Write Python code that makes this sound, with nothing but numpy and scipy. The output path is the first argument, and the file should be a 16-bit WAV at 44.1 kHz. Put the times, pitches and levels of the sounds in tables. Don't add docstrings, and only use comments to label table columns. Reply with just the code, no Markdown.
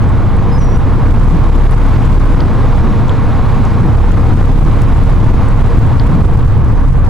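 import sys
import numpy as np
from scipy import signal
from scipy.fft import next_fast_len
from scipy.io import wavfile
from scipy.ndimage import uniform_filter1d

SR = 44100
rng = np.random.default_rng(int(sys.argv[2]) if len(sys.argv) > 2 else 0)


def generate_wav(signal):
    frames = np.transpose(np.atleast_2d(signal))
    scaled = np.clip(frames, -1, 1) * 32767
    pcm = np.round(scaled).astype(np.int16)
    wavfile.write(sys.argv[1], SR, pcm)


def voltage_ratio(level):
    return 10 ** (np.asarray(level, float) / 20)


N = 312669

# t/s, level/dB
FACING = [(0.0, -0.85), (.41, -0.65), (.63, -0.9), (1.01, -0.6), (1.66, 0.4), (1.99, .5), (2.35, 0.3),
          (2.6, 0.25), (3.24, 0.04), (3.71, 0.4), (3.87, -0.2), (4.42, 0.27), (5.47, 0.2), (6.08, -0.35),
          (6.54, -2), (7.09, -2.5)]


def evened(x):
    return x / np.sqrt(np.mean(x ** 2) + 1e-20)


def add(mix, s, sound):
    part = mix[round(s * SR):][:len(sound)]
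    part += sound[:len(part)]


def smooth(x, seconds):
    r = np.exp(-1 / (seconds * SR))
    return signal.lfilter([1 - r], [1, -r], x)


def along(rows, share=1):
    s, level_db = np.transpose(rows)
    return voltage_ratio(share * np.interp(np.arange(N) / SR, s, level_db))


def swells(rows, width_s):
    t = np.arange(N) / SR
    return voltage_ratio(sum(db * np.exp(-((t - s) / width_s) ** 2 / 2) for s, db in rows))


def noise(colour, size, patchy_db, flicker_db):
    frames = 4 * N // size + 5
    hz = np.fft.rfftfreq(size, 1 / SR)
    a, b, patches = rng.standard_normal((frames, len(hz), 3)).T
    patches = uniform_filter1d(patches, size=9, axis=0)
    patches = evened(uniform_filter1d(patches, size=7, axis=1))
    flicker = evened(uniform_filter1d(rng.standard_normal(frames), size=3))
    f, colour_db = np.transpose(colour)
    shape_db = np.interp(np.log(hz + 1), np.log(f + 1), colour_db, -120, -120)[:, None]
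    z = (a + 1j * b) * voltage_ratio(shape_db + patchy_db * patches + flicker_db * flicker)
    return evened(signal.istft(z, nperseg=size, noverlap=3 * size // 4)[1][:N])


def fuzzy_tone(hz, width_hz):
    steps = int(N / SR * width_hz * 2) + 2
    drift = rng.standard_normal(steps) + 1j * rng.standard_normal(steps)
    drift = signal.resample(drift, next_fast_len(N))[:N]
    carrier = np.exp(2j * np.pi * hz * np.arange(N) / SR)
    return evened((drift * carrier).real)


def wind():
    # f/Hz, level/dB per Hz
    buffet = [(5, -30.), (10, -2), (22, -2), (40, -7.5), (55, -8), (80, -1.5), (115, -4), (150, -16),
              (200, -39.5)]
    # t/s, level/dB
    breeze = [(0.0, -1.5), (.35, 1.5), (.5, -1.4), (1.2, 0.4), (1.6, -4), (2.3, -3), (2.9, -1), (3.6, -2.8),
              (3.9, 2.9), (4.7, 0.5), (5.2, 0.3), (5.5, 1), (6.0, 3), (6.6, 0.8), (7.09, -0.2)]
    # t/s, level/dB up or down
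    gusts = [(.37, 3), (1.33, -10), (1.42, 3.5), (1.72, 8), (1.82, -10), (1.95, 10), (2.07, -1.5),
             (2.49, 2.5), (2.65, -2.2), (2.78, 5), (3.73, 2.5), (4.05, -6.5), (4.38, -1), (4.64, -2),
             (5.27, 4.5), (5.32, -2.5), (5.38, 4), (6.12, -9.5), (6.28, 3.5), (6.45, -1), (6.5, 3),
             (6.94, 4.5)]
    gusting = voltage_ratio(-11) * along(breeze) * swells(gusts, width_s=0.045)
    return gusting * noise(buffet, size=4096, patchy_db=0.75, flicker_db=1.04)


def slaps(width_s=0.0021, strength=1.02):
    # t/s, signed pressure/full scale
    slap_rows = [(0.5956, -1), (0.776, -2.44), (0.957, -0.7), (1.1252, 1.4), (1.291, -1.2), (1.4746, -1.2),
                 (1.505, -1.5), (1.674, 1.3), (2.1851, 2), (2.3512, -1.7), (3.474, 1), (3.8703, 0.7),
                 (3.9614, 1.5), (4.1125, 1.5), (4.3583, 2.1), (4.5516, -0.2), (4.5975, 1.3), (4.6313, 2),
                 (5.1852, -1), (5.3186, 0.9), (5.6275, 1), (5.788, -3.5), (5.8553, 1.5), (6.078, 1.5),
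                 (6.2213, 3), (6.2648, -3), (6.3598, -3), (6.4625, 3), (6.7004, 1.5), (6.915, 0)]
    out = np.zeros(N)
    u = np.arange(-600, 600) / SR / width_s
    push = np.exp(-u ** 2 / 2) - 0.28 * np.exp(-u ** 2 / 18)
    for s, pressure in slap_rows:
        add(out, s - 600 / SR, strength * pressure * push)
    return out


def engines():
    firing_hz = [18.79, 32.83, 33.15, 34.91, 69.5, 69.85, 104.8]
    firing_db = [-30, -14, -13.5, -18.5, -23, -22., -25.5]
    # t/s, level/dB
    firing_level = [(0, -1.5), (.7, -2.5), (1.6, 1.2), (2.6, -0.5), (3.2, 1), (4.1, 0.55), (5.7, -1.4),
                    (6.3, 1.9), (7.09, 1.7)]
    in_step_s = 1.7008
    t = np.arange(N) / SR - in_step_s
    tones = sum(voltage_ratio(db) * np.cos(2 * np.pi * hz * t) for hz, db in zip(firing_hz, firing_db))
    return along(firing_level) * np.sqrt(2) * tones


def roar():
    # f/Hz, level/dB per Hz
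    roar_colour = [(120, -17), (200, -1), (290, -7), (391, -9), (468, -8.5), (602, -12.5), (1070, -11),
                   (1650, -22), (3500, -43), (4550, -80), (7700, -120)]
    return voltage_ratio(-20.5) * along(FACING) * noise(roar_colour, size=1024, patchy_db=0.79, flicker_db=0.14)


def deck():
    # f/Hz, level/dB per Hz
    drumming = [(90, -33), (125, -3.5), (160, -2), (230, -5.5), (330, -10.), (450, -35.5)]
    # t/s, level/dB up or down
    booms = [(.05, 1), (1.29, -0.5), (1.36, 8), (1.57, 2), (1.72, -3.5), (1.95, 0), (2.09, 5), (2.4, 4),
             (2.72, -2), (2.87, 6), (3.84, 7), (4.0, -6.5), (4.16, 5), (4.36, 9), (4.44, 0), (4.52, 6),
             (4.66, 9), (5.25, 4.5), (5.97, -8), (6.11, 10), (6.21, 4.5), (6.44, 4), (6.51, -19),
             (6.95, -4)]
    booming = voltage_ratio(-21.5) * swells(booms, width_s=0.036)
    return booming * noise(drumming, size=4096, patchy_db=1.07, flicker_db=-0.1)


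def generator():
    orders_db = {4: -29.5, 5: -22, 6: -23.5, 8: -35, 10: -40, 12: -33., 16: -42}
    shaft_hz = 22.655
    turns = shaft_hz * np.arange(N) / SR
    hum = sum(voltage_ratio(db) * np.cos(2 * np.pi * (k * turns + rng.random())) for k, db in orders_db.items())
    return np.sqrt(2) * hum


def water():
    # f/Hz, level/dB per Hz
    wash = [(1290, -3.5), (2200, -0.5), (2800, -6.5), (3750, -7.5), (5950, -17.5), (7640, -20.5),
            (12100, -28.5), (13800, -34), (15200, -60)]
    return voltage_ratio(-38) * along(FACING, share=2.7) * noise(wash, size=512, patchy_db=0.84, flicker_db=0.5)


def whines():
    whine_hz = [466, 478, 926, 1087, 3700]
    # width/Hz, level/dB rms
    wavering = [(6., -35.5), (5., -40.5), (9., -44), (9., -41.5), (7.5, -63.5)]
    # t/s, level/dB
    whistle_rows = [
        (1.6, -85.),
        (1.85, -69.),
        (3.2, -73),
        (4.3, -76),
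        (5.5, -76),
        (5.8, -96),
    ]
    whistle = along(whistle_rows) * fuzzy_tone(12095, width_hz=25.)
    return whistle + sum(voltage_ratio(db) * fuzzy_tone(hz, width_hz) for hz, (width_hz, db) in zip(whine_hz, wavering))


def whistled(rows, call_db, octave_db):
    s, hz, level_db = rows
    t = np.arange(0, min(s[-1], .2), 1 / SR)
    turn = 2 * np.pi * np.cumsum(uniform_filter1d(np.interp(t, s, hz), size=600)) / SR
    note = np.sin(turn) + voltage_ratio(octave_db) * np.sin(2 * turn)
    note *= signal.windows.tukey(len(t), .06)
    return np.sqrt(2) * voltage_ratio(call_db + np.interp(t, s, level_db)) * note


def bird():
    # low note t/s, swoop t/s, swoop slowness/ratio, swoop pitch/ratio, level/dB rms
    calls = [
        (.515, .578, 1., 1., -39.5),
        (6.667, 6.742, 1.8, 1.026, -59.5),
    ]
    # t/s after its start, f/Hz, level/dB
    low_note = [
        (0, 5085, -8),
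        (.008, 5098, -4),
        (.03, 5095, -2),
        (.052, 5066, 0),
        (.063, 5060, -5),
    ]
    # t/s after its start, f/Hz, level/dB
    swoop = [
        (0, 6075, -6),
        (.012, 6000, -2),
        (.05, 5735, -2),
        (.095, 5682, -7),
        (.144, 5737, -6),
        (.177, 5840, -7),
        (.199, 5690, -12),
    ]
    out = np.zeros(N)
    for low_s, swoop_s, slowness, factor, call_db in calls:
        add(out, low_s, whistled(np.transpose(low_note), call_db, octave_db=-17.0))
        bent_swoop = np.transpose(swoop) * [[slowness], [factor], [1]]
        add(out, swoop_s, whistled(bent_swoop, call_db, octave_db=-60.))
    echo_s, echo_db = .045, -12.
    add(out, echo_s, voltage_ratio(echo_db) * out[:-SR // 10])
    return out


def ticks():
    # t/s, peak level/dB, lowest mode f/Hz, highest mode f/Hz, t60/s; the one at 0.7763 s is a spit of overload
    tick_rows = [(.0932, -41, 7000, 9000, .008), (.368, -42, 8000, 10000, .008), (.6467, -41, 7200, 9600, .008),
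                 (.7763, -33, 7200, 10200, .012), (1.7107, -33, 8500, 11000, .008),
                 (2.4048, -27, 3100, 3600, .025), (2.4047, -24, 3950, 5050, .016),
                 (3.0823, -34, 5200, 7800, .008), (3.0941, -23, 2950, 3900, .018),
                 (3.0943, -37, 6900, 8000, .012), (3.6518, -33, 5500, 9000, .008),
                 (4.6312, -34, 8000, 14000, .008), (4.712, -30, 2000, 4000, .06), (4.728, -30, 2000, 4000, .06),
                 (4.8128, -40, 6000, 12500, .008), (4.8191, -27.5, 5000, 13000, .012),
                 (4.8355, -42, 5500, 12500, .008), (5.4864, -32, 7000, 9500, .01),
                 (5.997, -24, 3900, 5000, .015), (5.9971, -27, 3050, 3600, .025)]
    tap_s = .0007
    out = np.zeros(N)
    t = np.arange(2400) / SR
    for s, peak_db, low_hz, high_hz, t60 in tick_rows:
        hz = np.geomspace(low_hz, high_hz, num=12)[:, None]
        starts = rng.random((12, 1))
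        turns = hz * (t - tap_s) + .5 * starts
        decay = voltage_ratio(-60 * t * np.sqrt(hz / low_hz) / t60)
        ring = (np.sin(2 * np.pi * turns) * decay).sum(0)
        ring *= np.minimum(t / tap_s, 1)
        spread_db = 4.5 + 3 * np.log2(high_hz / low_hz)
        add(out, s, voltage_ratio(peak_db + spread_db) * ring / abs(ring).max())
    return out


def scene():
    mono = wind() + slaps() + engines() + roar() + deck()
    mono += generator() + water() + whines() + bird() + ticks()
    mono *= np.minimum(np.arange(N)[::-1] / 120, 1)
    return np.array([mono, mono])


def limiter(hot, excess):
    push_db = (excess > 0) * 27.5 + 11.3 * excess
    duck_db = smooth(smooth(push_db, 0.002), 0.0039)
    duck_db = 12.15 * np.tanh(duck_db / 13.0)
    return np.clip(hot * voltage_ratio(-duck_db), -1, 1)


def grit_bursts(excess):
    # f/Hz, level/dB per Hz
    grit_colour = [(880, -36), (1500, -3.5), (4800, -16), (8580, -18), (12300, -25.5), (14100, -24),
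                   (15200, -30)]
    over = excess > 0
    spit = np.tanh(smooth(np.diff(over, prepend=False) * 1., 0.00036) * 43.0)
    haze = np.tanh(smooth(over.max(0) * 1., 0.029) * 12.0)
    grit = np.array([noise(grit_colour, size=512, patchy_db=1.5, flicker_db=-3.5) for _ in excess])
    return grit * (voltage_ratio(-47.5) * haze + voltage_ratio(-37.5) * spit)


def thin_out(pair, jitter_db=4.5):
    # f/Hz, level/dB
    survival = [(1000, -36), (4000, -10.5), (9000, -10), (12500, -11), (13800, 0), (14800, 9.),
                (15500, 20.)]
    sum_and_difference = [pair[0] + pair[1], pair[0] - pair[1]]
    hz, _, z = signal.stft(sum_and_difference, SR, "cosine", nperseg=2048, boundary="even")
    local_db = uniform_filter1d(20 * np.log10(abs(z[0]) + 1e-9), size=60, axis=0)
    local_db = uniform_filter1d(local_db, size=9, axis=1)
    luck = rng.standard_normal((z.shape[2] // 3 + 1, 43, 2)).T
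    blocks = np.kron(luck, np.ones((24, 3)))[:, :len(hz), :z.shape[2]]
    f, survival_db = np.transpose(survival)
    margin_db = np.interp(hz, f, survival_db, -90, 90)[:, None]
    limit = voltage_ratio(local_db + margin_db + jitter_db * blocks)
    total, difference = signal.istft(z * (abs(z) > limit), SR, "cosine", nperseg=2048)[1][:, :N]
    return np.array([total + difference, total - difference]) / 2


def roll_off(x):
    return signal.sosfilt(signal.butter(12, 15610, fs=SR, output="sos"), x)


def record(dry):
    offset = .224
    hot = dry + np.array([[offset], [-offset]])
    excess = np.maximum(abs(hot) - 1, 0)
    out = limiter(hot, excess) + grit_bursts(excess)
    mix = np.clip(thin_out(out), -1, 1)
    return roll_off(mix)


dry = scene()
out = record(dry)
generate_wav(out)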